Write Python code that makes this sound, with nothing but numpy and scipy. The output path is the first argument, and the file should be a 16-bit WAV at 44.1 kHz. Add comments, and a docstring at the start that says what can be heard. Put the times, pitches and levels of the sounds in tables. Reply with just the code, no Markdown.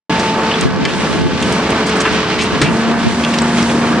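"""In an earth pit, a little right of the microphone, an excavator drives a hydraulic pile breaker.
Its diesel drones and clatters, the piston pump whines and oil hisses. From 0.2 s the concrete pile ticks
and crunches under the chisels, the steel collar rings and the earth walls return a short echo. From 0.5 s
chains clank on the collar and gusts buffet the microphone. At 2.6 s the pile splits with a thud,
the load comes off and the engine picks up speed under a few last cracks."""
import sys
import numpy as np
from scipy import signal
from scipy.fft import rfft, irfft
from scipy.io import wavfile
from scipy.ndimage import uniform_filter1d, minimum_filter1d

SR = 44100
rng = np.random.default_rng(int(sys.argv[2]) if len(sys.argv) > 2 else 0)


def to_wav(sig):
    """Store sig (one row per channel, or 1-D mono) as 16-bit WAV at the path in sys.argv[1].

    Samples outside -1..1 are clipped; the rate is SR.
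    """
    pcm = np.clip(np.atleast_2d(sig), -1, 1) * 32767
    pcm = np.round(pcm).astype(np.int16)
    wavfile.write(sys.argv[1], SR, pcm.T)  # frames by channels


N = 176400
T, FREQS = np.arange(N) / SR, np.maximum(np.arange(N // 2 + 1) * SR / N, 1)

# engine speed: time_s, firing_hz
ENGINE_SPEED = [(0.1, 73.9), (.6, 73.7), (1.0, 73.2), (1.5, 72.7), (2.3, 72.3), (2.6, 72.0), (2.76, 75.0),
                (2.92, 76.8), (3.15, 77.4), (4.0, 77.8)]
# exhaust tones: firing_multiple, loaded_db, free_db
EXHAUST_TONES = [(1, -37.5, -38), (2, -42, -31.5), (5, -43, -36.5), (7, -52, -40), (11, -43.5, -36),
                 (15, -39, -38), (21, -40.5, -39.5), (23, -38.5, -39)]
# harmonics of the pump: time_s, first_db, second_db, third_db, fourth_db
PUMP_LEVELS = [(.1, -29.5, -28, -36, -20.5), (.48, -23, -27.5, -32, -22.5), (.58, -25, -26.5, -36, -37),
               (.72, -39, -30, -39.5, -33.5), (1.3, -28.5, -28, -35, -31.5), (1.9, -41, -23.5, -33, -34.5),
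               (2.6, -27, -24.5, -42, -39), (2.68, -24, -33, -30, -28.5), (2.75, -16.5, -25, -34, -35),
               (2.9, -15, -30.5, -28, -38), (3.07, -21.5, -37, -33.5, -35), (3.2, -19, -48, -35.5, -45),
               (4.0, -17, -29, -27.5, -31)]
# resonances of covers and boom: pitch_hz, width_hz, level_db
PANEL_MODES = [(187, 48, -27.5), (279, 33, -34.5), (314, 27, -36.5), (358, 18, -35), (515.7, 23, -36),
               (1154, 59, -36.5), (1521, 18, -37), (1677, 6.8, -39), (3000, 43, -48)]
# spectrum of the machine noise common to both channels: frequency_hz, relative_db
MACHINE_SPECTRUM = [(15, -52.5), (25, -27), (42, -27), (70, -18), (102, -13.5), (215, -2.5), (264, -5.5),
                    (404, -8.5), (436, -11), (560, -12), (684, -12), (815, -15), (879, -11.5),
                    (1280, -13.5), (3080, -23), (9280, -37), (10000, -46), (13000, -76), (22000, -120)]
# its stereo width, side against mid: frequency_hz, side_db
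MACHINE_WIDTH = [(60, -6), (110, -18), (200, -32), (380, -16.5), (700, -14), (1290, -11), (2380, -7),
                 (4400, -4.5), (8120, -6), (15000, 5.5)]
# its four bands, each heard as a swing about its mean: time_s, rumble_db, clatter_db, hiss_db, treble_db
MACHINE_SWINGS = [(0.1, -18.5, -16.3, -25, -42.5), (0.3, -20.5, -19, -27, -41.5),
                  (0.5, -19, -16.5, -27.5, -42.5), (0.64, -20, -20.5, -27.5, -43),
                  (0.69, -28.5, -24.5, -33, -48.5), (0.82, -21, -23.5, -31, -54),
                  (0.89, -23, -23, -29, -40.5), (1.08, -20, -16.5, -25.5, -39),
                  (1.22, -18, -23.5, -28.5, -43.5), (1.29, -23, -24, -28.5, -47.5),
                  (1.48, -17, -18, -25, -38), (1.75, -17.5, -17.3, -25.3, -41.5),
                  (2.0, -20, -18.5, -24.5, -44), (2.3, -19, -17, -25.5, -44),
                  (2.56, -19, -19, -26.0, -44.5), (2.72, -20.5, -20, -29, -39),
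                  (2.95, -23, -18.5, -30, -45.5), (3.09, -23.5, -22.5, -28.5, -39),
                  (3.3, -20, -18.5, -28.5, -36), (3.62, -19.5, -18, -26, -34),
                  (3.8, -17.5, -18.5, -28.5, -37.5), (3.99, -19.5, -17.5, -29, -39)]
# cracks in the pile: start_s, level_db, centre_hz, width_octaves, rise_s, decay_s
PILE_CRACKS = [(0.195, -18.5, 4530, 0.66, .0008, 0.013), (.510, -12, 2830, 0.13, 0.0034, 0.0094),
               (0.537, -8.5, 3400, 0.19, 0.002, 0.0044), (.610, -13, 7500, 0.9, .0005, 0.0033),
               (0.8509, -6, 2880, 0.76, 0.0012, 0.0045), (.885, -20, 2410, 0.6, 0.0025, 0.016),
               (1.423, -18, 4160, 1.5, 0.0017, 0.0093), (1.522, -18, 7000, 1.4, .002, 0.0071),
               (1.702, -18.5, 5000, 1.9, 0.0022, 0.0075), (1.863, -20, 5040, 1.3, .004, 0.015),
               (1.892, -16.5, 4400, 1.1, .002, 0.0062), (1.955, -28.5, 6000, 1.4, .004, 0.034),
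               (2.002, -15.5, 5900, .55, 0.0023, 0.0093), (2.013, -18, 6500, 1.3, .002, 0.0072),
               (2.050, -5, 1400, 0.66, 0.0071, 0.016), (2.12, -26.5, 6000, 1.2, .008, 0.02),
               (2.383, -11, 2650, 0.7, 0.012, 0.028), (2.410, -14.5, 4500, 0.92, 0.0077, 0.013),
               (2.432, -21, 7000, 1.5, 0.003, 0.011), (2.615, -3.5, 2000, 1.5, 0.0005, 0.007),
               (2.62, -11, 1700, 0.8, 0.00076, 0.0068), (2.629, -14.5, 2500, 1.2, 0.0018, 0.008),
               (2.644, -20.5, 2450, 0.35, 0.0027, 0.037), (3.236, -15, 3160, 0.42, .001, 0.0056),
               (3.248, -9, 3000, 0.61, 0.00053, 0.0025), (3.337, -19, 2900, 1.5, 0.0027, 0.0096),
               (3.386, -9.5, 3900, 0.68, 0.00055, 0.0029), (3.418, -18.5, 7750, 0.14, 0.00063, 0.0037),
               (3.626, -17, 5360, 0.78, 0.00066, 0.0033), (3.693, -13, 3100, 0.26, .002, 0.0046)]
# resonances of the steel collar: pitch_hz, relative_db
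COLLAR_MODES = [(1776, -3), (2062, -3.5), (2350, -1), (2666, -4), (2735, 1), (3080, -2.5), (3420, -4),
                (3670, -6), (4520, -5), (5545, -2)]
# blows on the collar: start_s, level_db, centre_hz, t60_s
COLLAR_BLOWS = [(0.511, -17, 3050, .06), (0.853, -11, 1900, .07), (1.427, -14, 3420, .05),
                (2.052, -16, 2980, .07), (2.388, -27, 2400, .1), (2.616, -12, 2320, 0.054),
                (2.646, -23, 2600, .08), (2.664, -21, 2720, .09), (2.684, -22.5, 2740, 0.095),
                (3.237, -19, 3700, 0.056), (3.338, -23, 2700, .06)]
# gusts at the microphone: time_s, level_db
WIND_GUSTS = [(.54, -40), (.66, -11.5), (.71, -23), (.82, -16.5), (.94, -27), (1.0, -18.5), (1.04, -35),
              (1.1, -21), (1.26, -14), (1.32, -22.5), (1.5, -27), (1.63, -43), (2.03, -42), (2.13, -26),
              (2.22, -39), (2.44, -28), (2.49, -46), (2.54, -16), (2.6, -35), (2.7, -18.5), (2.8, -35),
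              (2.88, -24), (3.01, -32), (3.07, -11), (3.17, -39), (3.8, -37), (3.95, -29)]
# spectrum of the buffeting: frequency_hz, relative_db
WIND_SPECTRUM = [(20, -26), (50, -15.5), (85, -2), (170, 1), (300, -3), (450, -11), (700, -18.5),
                 (1500, -35), (5000, -67)]
# jolts of the pile: start_s, level_db, pitch_hz, decay_s
PILE_THUDS = [(0.659, -10.5, 259, 0.0086), (2.6131, -9.5, 285, 0.023), (2.625, -9.5, 146, 0.029)]


def undb(db):
    return 10 ** (np.asarray(db) / 20)


def unit(x):
    return x / np.sqrt(np.mean(x ** 2) + 1e-18)


def curve(rows, column=1):
    """One column of a table, joined by straight lines in time."""
    rows = np.array(rows)
    return np.interp(T, rows[:, 0], rows[:, column])


def colour(rows):
    """Gain at every frequency from rows of frequency_hz, level_db."""
    hz, db = np.array(rows).T
    return undb(np.interp(np.log(FREQS), np.log(hz), db))


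def shape(x, gain):
    return irfft(rfft(x) * gain, N)


def hump(hz, octaves):
    """A broad resonance on a log-frequency axis."""
    return 1 / (1 + (np.log2(FREQS / hz) / octaves) ** 2 / 2) ** 2


def noise():
    return rng.standard_normal(N)


def walk(rate_hz):
    """A smooth random wander of unit RMS, without extreme swings."""
    hold = int(SR / rate_hz)
    steps = np.repeat(np.clip(rng.standard_normal(N // hold + 1), -1, 1), hold)
    return unit(uniform_filter1d(uniform_filter1d(steps, hold), hold)[:N])


def stereo(mid, side):
    return np.array([mid + side, mid - side])


def burst(start_s, rise_s, decay_s):
    """A quick rise and an exponential fall."""
    age = np.maximum(T - start_s, 0)
    return (1 - np.exp(-age / rise_s)) * np.exp(-np.minimum(age / decay_s, 40))


def grains(per_s, spread_db):
    """Random clicks of very unequal size."""
    clicks = (rng.random(N) < per_s / SR) * np.sign(noise())
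    return unit(clicks * undb(spread_db * np.clip(noise(), -2, 2)))


def tone(cycles):
    """A sine of unit RMS with a random starting phase."""
    return np.sqrt(2) * np.sin(2 * np.pi * (cycles + rng.random()))


def exhaust_drone(firings):
    """Harmonics of the firing rate; their balance shifts as the load comes off and the speed rises."""
    speed = curve(ENGINE_SPEED)
    freedom = (speed - speed.min()) / np.ptp(speed)
    return sum(undb(loaded_db + freedom * (free_db - loaded_db) + 1.7 * walk(13)) * tone(multiple * firings)
               for multiple, loaded_db, free_db in EXHAUST_TONES)


def pump_whine(firings, pulses_per_firing=3):
    """The piston pump whines in step with the crankshaft, leaning slightly left."""
    whine = sum(undb(curve(PUMP_LEVELS, k) + 0.7 * walk(20)) * tone(k * pulses_per_firing * firings)
                for k in range(1, 5))
    return whine * undb([[.5], [-.5]])


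def panel_ring():
    """Covers and boom ring with the engine's shaking."""
    return sum(undb(db) * unit(shape(noise(), 1 / (1 + (2 * (FREQS - hz) / width_hz) ** 2)))
               for hz, width_hz, db in PANEL_MODES)


def machine_noise(firings, knock_spread_db=4, flicker_db=1.35):
    """Exhaust rumble, diesel clatter and the hiss of oil in the valves, pulsing with every firing."""
    strengths = undb(knock_spread_db * np.clip(rng.standard_normal(N // 100), -2, 2))
    knock = unit(strengths[firings.astype(int)] * np.exp(-(firings % 1) / 1.3))
    hiss_top = [(10000, -42.5), (15000, -48.5)]  # frequency_hz, relative_db
    spectrum = colour([row for row in MACHINE_SPECTRUM if row[0] < 9500] + hiss_top)
    spectrum = unit(spectrum) * undb(-17.5)
    lowpasses = [1 / (1 + (FREQS / edge_hz) ** 6) for edge_hz in (400, 2200, 6000)]
    shares = np.diff(lowpasses, axis=0, prepend=0, append=1)  # rumble, clatter, hiss, treble
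    trims_db, knock_depths = (0, -.5, 3, -1), (.15, .21, .25, .15)
    out = 0
    for column, (share, trim_db, depth) in enumerate(zip(shares, trims_db, knock_depths), 1):
        gain = spectrum * np.sqrt(np.abs(share))
        band = stereo(shape(noise(), gain), shape(noise(), gain * colour(MACHINE_WIDTH)))
        swing_db = curve(MACHINE_SWINGS, column)
        level = undb(swing_db - swing_db.mean() + trim_db + flicker_db * walk(22.26))
        out += band * level * unit(1 - depth + depth * knock)
    return out


def loose_grit(level_db=-44.5, centre_hz=4630):
    """Loose grit ticks faintly throughout, spread wide across the microphone."""
    mid, side = (unit(shape(grains(per_s=52, spread_db=3.3), hump(centre_hz, 0.33))) for _ in range(2))
    return undb(level_db) * stereo(mid, side)


def concrete_cracks(trim_db=0.5):
    """Each crack under the chisels is a dying run of tiny fractures."""
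    out = 0
    for start_s, db, hz, octaves, rise_s, decay_s in PILE_CRACKS:
        envelope = undb(db + trim_db) * burst(start_s, rise_s, decay_s)
        mid, side = (grains(per_s=9000, spread_db=4.5) for _ in range(2))
        out += shape(stereo(mid, 0.17 * side) * envelope, unit(hump(hz, octaves)))
    return out


def collar_response(t60_s):
    """Spectrum of the steel collar's modes dying away after one tap."""
    modes = sum(undb(db) * np.sin(2 * np.pi * hz * T) for hz, db in COLLAR_MODES)
    return rfft(modes * burst(0, 0.00019, t60_s / np.log(1000)))


def collar_ring(concrete, level_db=-17.5):
    """The clamped steel rings briefly after each crack."""
    steel = collar_response(t60_s=0.14)
    return undb(level_db) * shape(concrete, steel / np.sqrt(np.mean(np.abs(steel) ** 2)))


def pit_echo(source, level_db=-14, delay_s=0.019, t60_s=0.19):
    """Earth walls scatter a short echo, different on each side of the microphone."""
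    walls = rng.standard_normal((2, N)) * burst(delay_s, 0.0015, t60_s / np.log(1000))
    walls /= np.sqrt(np.sum(walls ** 2) / 2)
    return undb(level_db) * signal.fftconvolve(source, walls, axes=1)[:, :N]


def chain_clanks(width_octaves=0.29):
    """Chains and chisels strike the collar; each blow favours the modes around one frequency."""
    spectrum = 0
    for start_s, db, hz, t60_s in COLLAR_BLOWS:
        delay = np.exp(-2j * np.pi * FREQS * start_s)
        spectrum += undb(db) * collar_response(t60_s) * hump(hz, width_octaves) * delay
    return irfft(spectrum, N)


def wind_buffets(common_db=-7, trim_db=-0.5, flutter_db=0.5):
    """Gusts buffet the microphone, mostly as a pressure difference between its two ports."""
    common, across = (unit(shape(noise(), colour(WIND_SPECTRUM))) for _ in range(2))
    level = undb(curve(WIND_GUSTS) + trim_db + flutter_db * walk(45))
    return stereo(undb(common_db) * common, across) * level


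def pile_thuds(rubble_db=-3.5):
    """Low jolts as the pile and the heavy collar shift: a short deep ring and a rumble of rubble."""
    out = 0
    for start_s, db, hz, decay_s in PILE_THUDS:
        ring = np.sqrt(2) * np.sin(2 * np.pi * hz * (T - start_s))
        mid, side = (undb(rubble_db) * unit(shape(noise(), hump(hz, 0.64))) for _ in range(2))
        out += undb(db) * burst(start_s, 0.0018, decay_s) * stereo(ring + mid, 0.26 * side)
    return out


def from_the_right(source, treble_db=1.25, lead_s=.000045):
    """A source right of the microphone arrives a little earlier and brighter on that side."""
    sides = np.array([[-.5], [.5]])
    tilt = undb(treble_db * FREQS / (FREQS + 1200) * sides)
    return shape(source, tilt * np.exp(2j * np.pi * FREQS * lead_s * sides))


def scene():
    """At the microphone: the excavator to the right, the breaking pile ahead with its echo, and wind."""
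    firings = np.cumsum(curve(ENGINE_SPEED) * (1 + 0.001946 * walk(12))) / SR  # running count
    excavator = pump_whine(firings) + exhaust_drone(firings) + panel_ring() + machine_noise(firings)
    concrete = concrete_cracks() + loose_grit()
    pile = concrete + collar_ring(concrete) + chain_clanks() + pile_thuds()
    return from_the_right(excavator) + pile + pit_echo(pile) + wind_buffets()


def record(dry, start_s=.095, edge_hz=9830, shelf_db=-22, ceiling=.99, limiter_s=.0015, top_hz=15700):
    """The high treble is lost, the sound cuts in abruptly and a fast limiter holds the loudest cracks."""
    shelf = undb(shelf_db) + (1 - undb(shelf_db)) / (1 + (FREQS / edge_hz) ** 40)
    heard = shape(dry, shelf) * np.clip((T - start_s) / 0.0021, undb(-87), 1)
    window = int(limiter_s * SR)
    gain = ceiling / np.maximum(np.abs(heard).max(axis=0), ceiling)
    heard *= uniform_filter1d(minimum_filter1d(gain, window), window)
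    return signal.sosfilt(signal.ellip(8, .2, 70, top_hz, fs=SR, output="sos"), heard)


dry = scene()
out = record(dry)
to_wav(out)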